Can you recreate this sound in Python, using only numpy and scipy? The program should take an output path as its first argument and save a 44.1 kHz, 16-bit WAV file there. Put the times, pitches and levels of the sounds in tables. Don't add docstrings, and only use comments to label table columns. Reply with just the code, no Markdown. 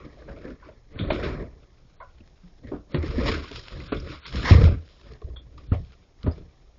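import sys
import numpy as np
from scipy import signal
from scipy.fft import rfft, irfft
from scipy.io import wavfile
from scipy.ndimage import uniform_filter1d

SR = 44100
rng = np.random.default_rng(int(sys.argv[2]) if len(sys.argv) > 2 else 0)


def transcribe(signal):
    frames = np.atleast_2d(signal).T
    limited = np.clip(frames, -1, 1)
    pcm = np.round(limited * 32767).astype(np.int16)
    wavfile.write(sys.argv[1], SR, pcm)


def amplitude_ratio(level_db):
    exponent = np.asarray(level_db, float) / 20
    return 10 ** exponent


N = 298998

RESTING_DB = [-70.5, -73.5, -56, -68]


def drag():
    judder = amplitude_ratio(2.12 * drift(41.0))
    return scraping(judder) + shoving(judder)


# start_s, hold_s, scrape_db, rasp_relative_db
SCRAPES = [(0, 0.039, -52, -11), (.28, 0.24, -56.5, -12), (.5, 0.017, -56.5, -10.5),
           (.62, 0.065, -58.5, -11.5), (.99, 0.14, -44, -11.5), (.12, .1, -60.5, -8),
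           (1.14, .17, -40, -11.5), (1.33, 0.078, -47.5, -16), (2.67, .03, -62, -5), (2.92, .02, -55, -6),
           (2.98, .04, -47.5, -14), (3.06, .12, -43.5, -5.5), (3.2, .05, -40.5, -8.5),
           (3.27, 0.026, -32, -4), (3.32, 0.039, -36.5, -8), (3.42, 0.11, -47, -3.5),
           (3.56, 0.012, -49, 5.5), (3.68, 0.19, -50, -1.5), (3.97, 0.061, -52.5, -3),
           (4.09, 0.055, -44.5, -5.5), (4.275, 0.013, -48, 3.5), (4.35, .07, -41.5, -1.5),
           (4.45, 0.033, -30, -6), (4.5, 0.015, -27, -3), (4.55, 0.03, -36, -10), (4.62, 0.037, -40.5, -8),
           (4.8, 0.25, -72, 7.5), (5.07, 0.051, -57.5, -7.5), (5.62, 0.31, -69.5, 1.5),
           (4.69, .05, -48, -13), (6.23, 0.14, -63, -3.5)]
# start_s, hold_s, scrape_db, rasp_relative_db
SKIDS = [(1.104, 0.026, -35.5, -14), (2.003, 0.016, -57, -7), (2.942, 0.017, -39.5, -5.5),
         (3.184, .015, -41.5, -10), (3.272, .02, -39, -4), (3.801, .012, -53, -5),
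         (3.922, 0.0069, -29.5, -14.5), (4.254, .012, -44.5, 2.5), (4.635, .015, -38, -1.5),
         (5.578, 0.0038, -54, -2.5), (5.361, 0.0053, -53.5, -13), (5.716, 0.025, -45, -15),
         (6.262, .01, -52, -12)]
# mode_hz, width_hz, level_db
RIBS = [(1050, 646, 7), (1234, 1041, 7.5), (1693, 500, 3.5), (2290, 670, -3), (2478, 1090, -5)]
# mode_hz, width_hz, level_db
GRIT = [(3300, 1100, 2), (4300, 520, 3.5), (4700, 480, 1.5), (5400, 480, 0), (6870, 1300, -14)]


def scraping(judder):
    scrape, rasp = strokes(SCRAPES, 301, 173.5, *RESTING_DB[:2])
    skid, skid_rasp = strokes(SKIDS, 3997.5, 500.5, -100, -100)
    scrape = np.hypot(scrape, skid)
    rasp = np.hypot(rasp, skid_rasp)
    claws = slips(5000, spread_db=2.5) * judder
    grains = slips(6000, spread_db=3) * judder
    ribs = body(low_pass(claws, 2900, order=2), RIBS, patchy_db=0.9, rate=18)
    grit = body(claws + 1.2 * grains, GRIT, patchy_db=0.9, rate=18)
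    return scrape * ribs + rasp * grit


# start_s, hold_s, boom_db, rumble_relative_db
SHOVES = [(0, 0.047, -44.5, -2), (.27, 0.15, -45.5, -0.3), (.48, 0.027, -40, -2), (.63, 0.083, -49, -3),
          (.96, .04, -42, -4), (1.04, 0.04, -27, -8), (.14, 0.085, -53.5, 2), (1.13, .1, -33, 3.5),
          (1.24, 0.021, -28, -9.5), (1.3, .12, -31, -4.5), (1.5, 0.12, -51.5, -8), (5.5, 0.17, -47.5, -8.5),
          (2.67, 0.084, -41, -5), (2.95, 0.081, -52.5, 11.5), (3.07, 0.032, -29, -12.5),
          (3.14, 0.069, -33.5, -0.2), (3.22, 0.083, -27.5, -2.5), (3.31, 0.076, -32, -2.3),
          (3.55, 0.023, -39, -8), (3.75, 0.069, -36, -8), (3.96, 0.014, -26.5, -10.5),
          (4.0, 0.11, -36.5, -9), (4.35, .025, -29, -10.5), (4.4, .1, -31.5, -4.5),
          (4.55, 0.038, -17, -5.5), (4.62, 0.087, -22, -10), (5.07, 0.053, -43.5, -8.5),
          (5.28, 0.064, -41, -10), (5.72, 0.083, -32, -23), (6.29, .13, -41, -14)]
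# mode_hz, width_hz, level_db
BOX = [(29.4, 56, -12.5), (52.5, 29.4, 2), (94.7, 41.7, -4), (115.6, 39, -3)]
# mode_hz, width_hz, level_db
PANELS = [(197.4, 51, -3), (250, 33.6, 0), (297.3, 27, 3), (376.4, 25, 2.5), (448.8, 31, 0.5),
          (562.5, 77.6, -2), (722, 200, -12.5)]


def shoving(judder):
    boom, rumble = strokes(SHOVES, 249.5, 189, *RESTING_DB[2:])
    floor_force = low_pass(slips(400, spread_db=2), 180, order=3)
    panel_force = low_pass(slips(900, spread_db=3) * judder, 750, order=3)
    box = body(floor_force, BOX, patchy_db=1.2, rate=9)
    panels = body(panel_force, PANELS, patchy_db=2.54, rate=14)
    return boom * box + rumble * panels


# start_s, hold_s, loss_db
DIPS = [(.56, .04, -3), (.8, .1, -2), (1.47, .05, -1.5), (2.83, .07, -5), (4.2, .04, -1),
        (4.775, .07, -5.5), (6.05, .12, -2)]


def dipping():
    t = np.arange(N) / SR
    loss_db = sum(db * ((t > s) & (t < s + hold)) for s, hold, db in DIPS)
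    fade_s = 0.02
    return amplitude_ratio(uniform_filter1d(loss_db * 1., size=int(fade_s * SR)))


# start_s, peak_db, pitch_hz, t60_s
THUDS = [(0.957, -31, 90, 0.11), (0.996, -21.5, 134.3, 0.13), (1.018, -14.5, 90, 0.088),
         (1.101, -13, 59, 0.063), (1.238, -28, 61.5, 0.048), (1.417, -34, 62, 0.12), (2.2, -44.5, 82, 0.2),
         (2.645, -34.5, 89, 0.15), (2.942, -10.5, 144, 0.08), (2.978, -18, 81, 0.25),
         (3.163, -21.5, 59.4, 0.17), (3.19, -19, 62.7, 0.2), (3.328, -24, 68.4, 0.18),
         (3.736, -29, 78, 0.16), (3.957, -23, 67.4, 0.11), (4.345, -29, 63.4, 0.12), (4.5125, 4.5, 88, 0.1),
         (4.5245, -7, 120, .06), (4.548, -2, 92, 0.1), (4.573, -9, 84, 0.1), (4.5845, -3, 105, 0.07),
         (4.6135, -5, 70, 0.07), (4.6345, 0, 92, 0.1), (4.647, -2, 84, 0.17), (4.72, -20, 56, .1),
         (4.748, -20.5, 82.7, 0.22), (5.243, -20, 66.5, 0.093), (5.299, -30.5, 60.6, 0.53),
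         (5.718, -1.5, 88, 0.058), (5.757, -15.5, 90.6, 0.11), (6.237, -25.5, 69, 0.29),
         (6.2605, -7, 120, 0.04), (6.278, -6, 80, 0.075)]


def thuds():
    out = np.zeros(N)
    for s, db, hz, t60 in THUDS:
        t, shape = decay(t60, rise_s=0.0033)
        air = np.sin(2 * np.pi * hz * t)
        floor = 0.14 * np.sin(2 * np.pi * 0.62 * hz * t)
        add(out, s, amplitude_ratio(db + 2.5) * shape * (air + floor))
    return out


# start_s, peak_db, pitch_hz, t60_s
KNOCKS = [(0.058, -31, 236, 0.078), (0.218, -36.5, 504, 0.082), (0.28, -32, 552, 0.19),
          (0.45, -33.5, 331, 0.24), (0.503, -30, 244, 0.13), (0.686, -33, 622, 0.076),
          (0.957, -24, 263, 0.025), (0.996, -12, 184.5, 0.1), (1.102, -5.5, 621, 0.042),
          (1.119, -4, 360, 0.023), (1.42, -20.5, 256, 0.044), (2.204, -36.5, 230, 0.057),
          (2.647, -28.5, 228, 0.067), (2.715, -21.5, 396, 0.11), (2.731, -21.5, 292, 0.17),
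          (2.944, -16, 355, 0.11), (2.953, -22, 362, 0.2), (3.033, -17, 315, 0.073),
          (3.18, -9.5, 245.5, 0.074), (3.51, -26, 418, 0.066), (3.802, -37.5, 363, 0.12),
          (3.921, -5, 419, 0.039), (4.347, -20.5, 195, 0.085), (4.508, -2.5, 225, 0.075),
          (4.639, -15, 184.5, 0.093), (5.218, -29, 430, 0.046), (5.716, -14, 260, 0.06),
          (6.24, -24.5, 200, 0.15), (6.2695, -10, 270, 0.07), (6.376, -32, 400, 0.06)]
# pitch_ratio, level_db
OVERTONES = [(0.738, -5.5), (1.45, -8), (2.101, -13.5)]


def knocks():
    out, noise = np.zeros(N), rng.standard_normal((len(KNOCKS), 14336))
    for (s, db, hz, t60), white in zip(KNOCKS, noise):
        t, shape = decay(min(t60, 0.2), rise_s=0.0015)
        sides = 0
        for ratio, part_db in OVERTONES:
            sides = sides + amplitude_ratio(part_db) * rough_tone(white, hz * ratio, 0.33 * hz * ratio)
        add(out, s, amplitude_ratio(db - 3) * shape * (np.sin(2 * np.pi * hz * t) + sides[:len(t)]))
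    return out


# start_s, peak_db, pitch_hz
TAPS = [(.222, -35, 1670), (.285, -44, 2300), (.419, -34, 1640), (.452, -36, 1660), (.504, -28, 1450),
        (.69, -42, 1800), (.959, -32, 1500), (1.103, -9, 2270), (1.196, -18, 1050), (1.425, -28, 1004),
        (1.869, -49, 1340), (1.965, -50, 1130), (2.003, -37, 1050), (2.203, -41, 2580),
        (3.026, -24.5, 2030), (3.44, -31, 1190), (3.801, -25, 2180), (3.9986, -29, 5270),
        (4.098, -24.5, 2560), (4.253, -23.5, 2210), (4.2757, -29, 4530), (4.5181, -13, 2570),
        (4.676, -17, 880), (5.217, -31.5, 1105), (5.3, -36, 1050), (5.361, -36, 1500), (5.578, -27.5, 1134),
        (5.719, -21, 1300), (6.263, -26, 1040)]


def taps():
    return ticks(TAPS, t60_s=0.038, ring_share=0.83)


# start_s, peak_db, pitch_hz
CRACKS = [(.387, -42, 1470), (.991, -17, 1450), (4.889, -40, 3500), (2.184, -43, 890), (2.275, -40, 5170),
          (2.672, -40, 3500), (2.717, -50, 914), (4.49, -20, 5000), (2.946, -14, 1080), (3.184, -33, 1380),
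          (3.271, -11.5, 1580), (3.515, -22.5, 2210), (3.559, -16.5, 3760), (3.683, -23, 5030),
          (3.922, -15, 1130), (4.326, -21, 4500), (4.357, -14, 5230), (4.43, -20, 1560), (4.641, -11, 1130),
          (4.863, -47, 3430), (4.878, -37, 2340), (5.013, -35, 1270), (5.033, -42, 3220),
          (5.1198, -34.5, 4370), (5.1348, -30.5, 4530), (5.848, -42, 2400), (5.921, -39.5, 2510),
          (5.579, -33, 4500), (6.231, -27, 4400), (6.379, -39, 1090)]


def cracks():
    return ticks(CRACKS, t60_s=0.017, ring_share=0.48)


def ticks(rows, t60_s, ring_share):
    out, noise = np.zeros(N), rng.standard_normal((len(rows), 10240))
    t, shape = decay(t60_s, rise_s=0.0012)
    for (s, db, hz), white in zip(rows, noise):
        crack = rough_tone(white, 2100, 3360)[:len(t)] * amplitude_ratio(-60 * t / 0.012)
        ring = rough_tone(white[::-1], hz, 0.18 * hz)[:len(t)] * shape
        add(out, s, amplitude_ratio(db - 9.5) * ((1 - ring_share) * 1.4 * crack + ring_share * ring))
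    return out


# start_s, peak_db,
# pitch_hz, width_hz, t60_s
RINGS = [(.625, -47, 1000, 260, 0.31), (.62, -53, 1500, 200, .2), (0, -48, 1170, 200, .3),
         (.275, -49, 1550, 250, .2), (.44, -48, 1650, 200, .24), (.17, -46, 600, 150, .3),
         (.36, -44, 580, 150, .24), (.985, -35, 3500, 570, 0.23), (2.0, -35, 1037, 140, 0.17),
         (2.005, -40.5, 627, 200, 0.15), (2.01, -44.5, 1430, 130, 0.21), (2.0, -44.5, 2060, 190, 0.092),
         (2.667, -44, 1950, 380, 0.095), (3.1, -49, 1215, 290, 0.2), (3.965, -31, 3500, 470, 0.038),
         (5.36, -36, 3410, 200, 0.09), (5.36, -44, 3290, 60, .13), (5.36, -46, 3520, 90, .12),
         (2.43, -44.5, 174, 29, 0.32), (5.72, -25.5, 590, 360, 0.15), (1.098, -34, 3400, 980, 0.25),
         (5.725, -39.5, 2230, 1400, 0.12), (1.228, -33, 2000, 1100, .24), (1.23, -40, 3700, 1500, .24),
         (2.715, -42, 700, 500, .24), (2.74, -46, 1250, 500, .18), (2.635, -56, 2000, 300, .24),
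         (5.74, -46, 3100, 300, .06), (6.232, -48, 1250, 200, .2), (4.51, -30, 1150, 200, .24),
         (4.61, -24, 480, 220, .12), (4.685, -30, 450, 120, .1), (6.262, -24, 520, 500, .13),
         (6.3, -36, 600, 500, .12), (6.31, -45.5, 4900, 350, 0.08), (4.507, -18, 650, 260, 0.061)]


def rings():
    out, noise = np.zeros(N), rng.standard_normal((len(RINGS), 16384))
    for (s, db, hz, width, t60), white in zip(RINGS, noise):
        t, shape = decay(min(t60, 0.24), rise_s=0.0032)
        add(out, s, amplitude_ratio(db) * shape * rough_tone(white, hz, width)[:len(t)])
    return out


# start_s, peak_db
SNAPS = [(.452, -40), (.96, -40), (1.423, -42), (2.9555, -24), (3.0277, -28), (3.08, -27), (3.182, -26),
         (3.2651, -20), (3.3784, -27), (3.4791, -34), (3.8, -33), (4.5185, -12), (4.598, -28), (4.632, -26),
         (4.7846, -46), (4.8235, -46), (4.8375, -45), (4.9243, -49), (4.9742, -44), (5.081, -44)]


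def snaps():
    out, noise = np.zeros(N), rng.standard_normal((len(SNAPS), 2048))
    t, shape = decay(0.009, rise_s=0.0003)
    for (s, db), white in zip(SNAPS, low_pass(noise[:, :len(t)], 3600, order=2)):
        add(out, s, amplitude_ratio(db + 3) * shape * white)
    return out


# frequency_hz, density_db
NIGHT = [(12, -33), (20, 6), (114, -20), (241, -24), (439, -24.5), (797, -27), (1310, -43.5), (4910, -41.5),
         (5430, -36), (6960, -41.5), (7690, -58), (10000, -87), (16900, -120)]


def night():
    hz = np.arange(1, N // 2 + 2) * SR / N
    table_hz, table_db = np.transpose(NIGHT)
    colour = amplitude_ratio(np.interp(np.log(hz), np.log(table_hz), table_db))
    hiss = rms_one(irfft(rfft(rng.standard_normal(N)) * colour, N))
    level_db = -56 + 0.55 * drift(9.1)
    return amplitude_ratio(level_db) * hiss


def strokes(rows, rise_db_per_s, fall_db_per_s, rest_db, partner_rest_db):
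    t = np.arange(0, N + 64, 64) / SR
    main, partner = amplitude_ratio(2 * rest_db), amplitude_ratio(2 * partner_rest_db)
    for s, hold, db, partner_db in rows:
        rise = rise_db_per_s * np.maximum(s - t, 0)
        fall = fall_db_per_s * np.maximum(t - s - hold, 0)
        power = amplitude_ratio(2 * (db - rise - fall))
        main = main + power
        partner = partner + power * amplitude_ratio(2 * partner_db)
    return [np.interp(np.arange(N) / SR, t, np.sqrt(p)) for p in (main, partner)]


def slips(per_s, spread_db):
    sizes = amplitude_ratio(spread_db * np.minimum(rng.exponential(1, N), 4)) * rng.choice([-1, 1], N)
    return sizes * (rng.random(N) < per_s / SR) + 1e-18


def body(force, modes, patchy_db, rate):
    out = 0
    for k, (hz, width, db) in enumerate(modes):
        r = np.exp(-np.pi * width / SR)
        fed = force * amplitude_ratio(db + patchy_db * drift(rate)) * (-1) ** k
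        poles = [1, -2 * r * np.cos(2 * np.pi * hz / SR), r * r]
        out = out + signal.lfilter([1 - r * r, 0, r * r - 1], poles, fed)
    return rms_one(out)


def decay(t60, rise_s):
    t = np.arange(int(1.3 * t60 * SR)) / SR
    return t, amplitude_ratio(-60 * t / t60) * (1 - np.exp(-t / rise_s)) ** 2


def rough_tone(white, hz, width):
    edges = [max(hz - width / 2, 50), hz + width / 2]
    band = signal.butter(2, edges, "band", fs=SR, output="sos")
    return rms_one(signal.sosfilt(band, white)[2048:])


def drift(rate):
    r = np.exp(-2 * np.pi * rate / SR)
    return rms_one(signal.lfilter([1], [1, -2 * r, r * r], rng.standard_normal(N + SR))[SR:])


def low_pass(x, hz, order):
    return signal.sosfilt(signal.butter(order, hz, fs=SR, output="sos"), x)


def rms_one(x):
    return x / np.sqrt(np.mean(x ** 2) + 1e-20)


def add(out, s, sound):
    at = round(s * SR)
    out[at:at + len(sound)] += sound[:N - at]


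def scene():
    bin_sound = drag() * dipping() + thuds() + knocks() + taps() + cracks() + rings() + snaps()
    notched = signal.lfilter(*signal.iirnotch(830, 3.5, fs=SR), bin_sound)
    bin_sound = 0.51 * notched + 0.39 * bin_sound
    dull = signal.lfilter([0.4], [1, -0.6], bin_sound)
    out = bin_sound + night()
    add(out, 0.012, amplitude_ratio(-21) * dull)
    add(out, 0.027, amplitude_ratio(-16.5) * dull)
    return out[None]


def band_limit(x):
    return signal.sosfilt(signal.butter(12, 7840, fs=SR, output="sos"), x)


# start_s, end_s
NARROW = [(.936, 1.128), (1.96, 2.024), (2.92, 2.984), (3.88, 3.944), (4.2, 4.264), (5.352, 5.416),
          (5.672, 5.736), (6.248, 6.312)]


def record(dry):
    x = signal.lfilter(*signal.iirnotch(5900, 25, fs=SR), dry)
    narrow = signal.sosfiltfilt(signal.ellip(8, 0.3, 45, 4560, fs=SR, output="sos"), x)
    t = np.arange(N) / SR
    gate = sum((t > start) & (t < end) for start, end in NARROW)
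    gate = uniform_filter1d(gate * 1., size=130)
    x = x + gate * (narrow - x)
    x = signal.sosfilt(signal.cheby2(12, 50, 7900, fs=SR, output="sos"), x)
    x = np.clip(x, -0.97, 0.97)
    return band_limit(x)


dry = scene()
out = record(dry)
transcribe(out)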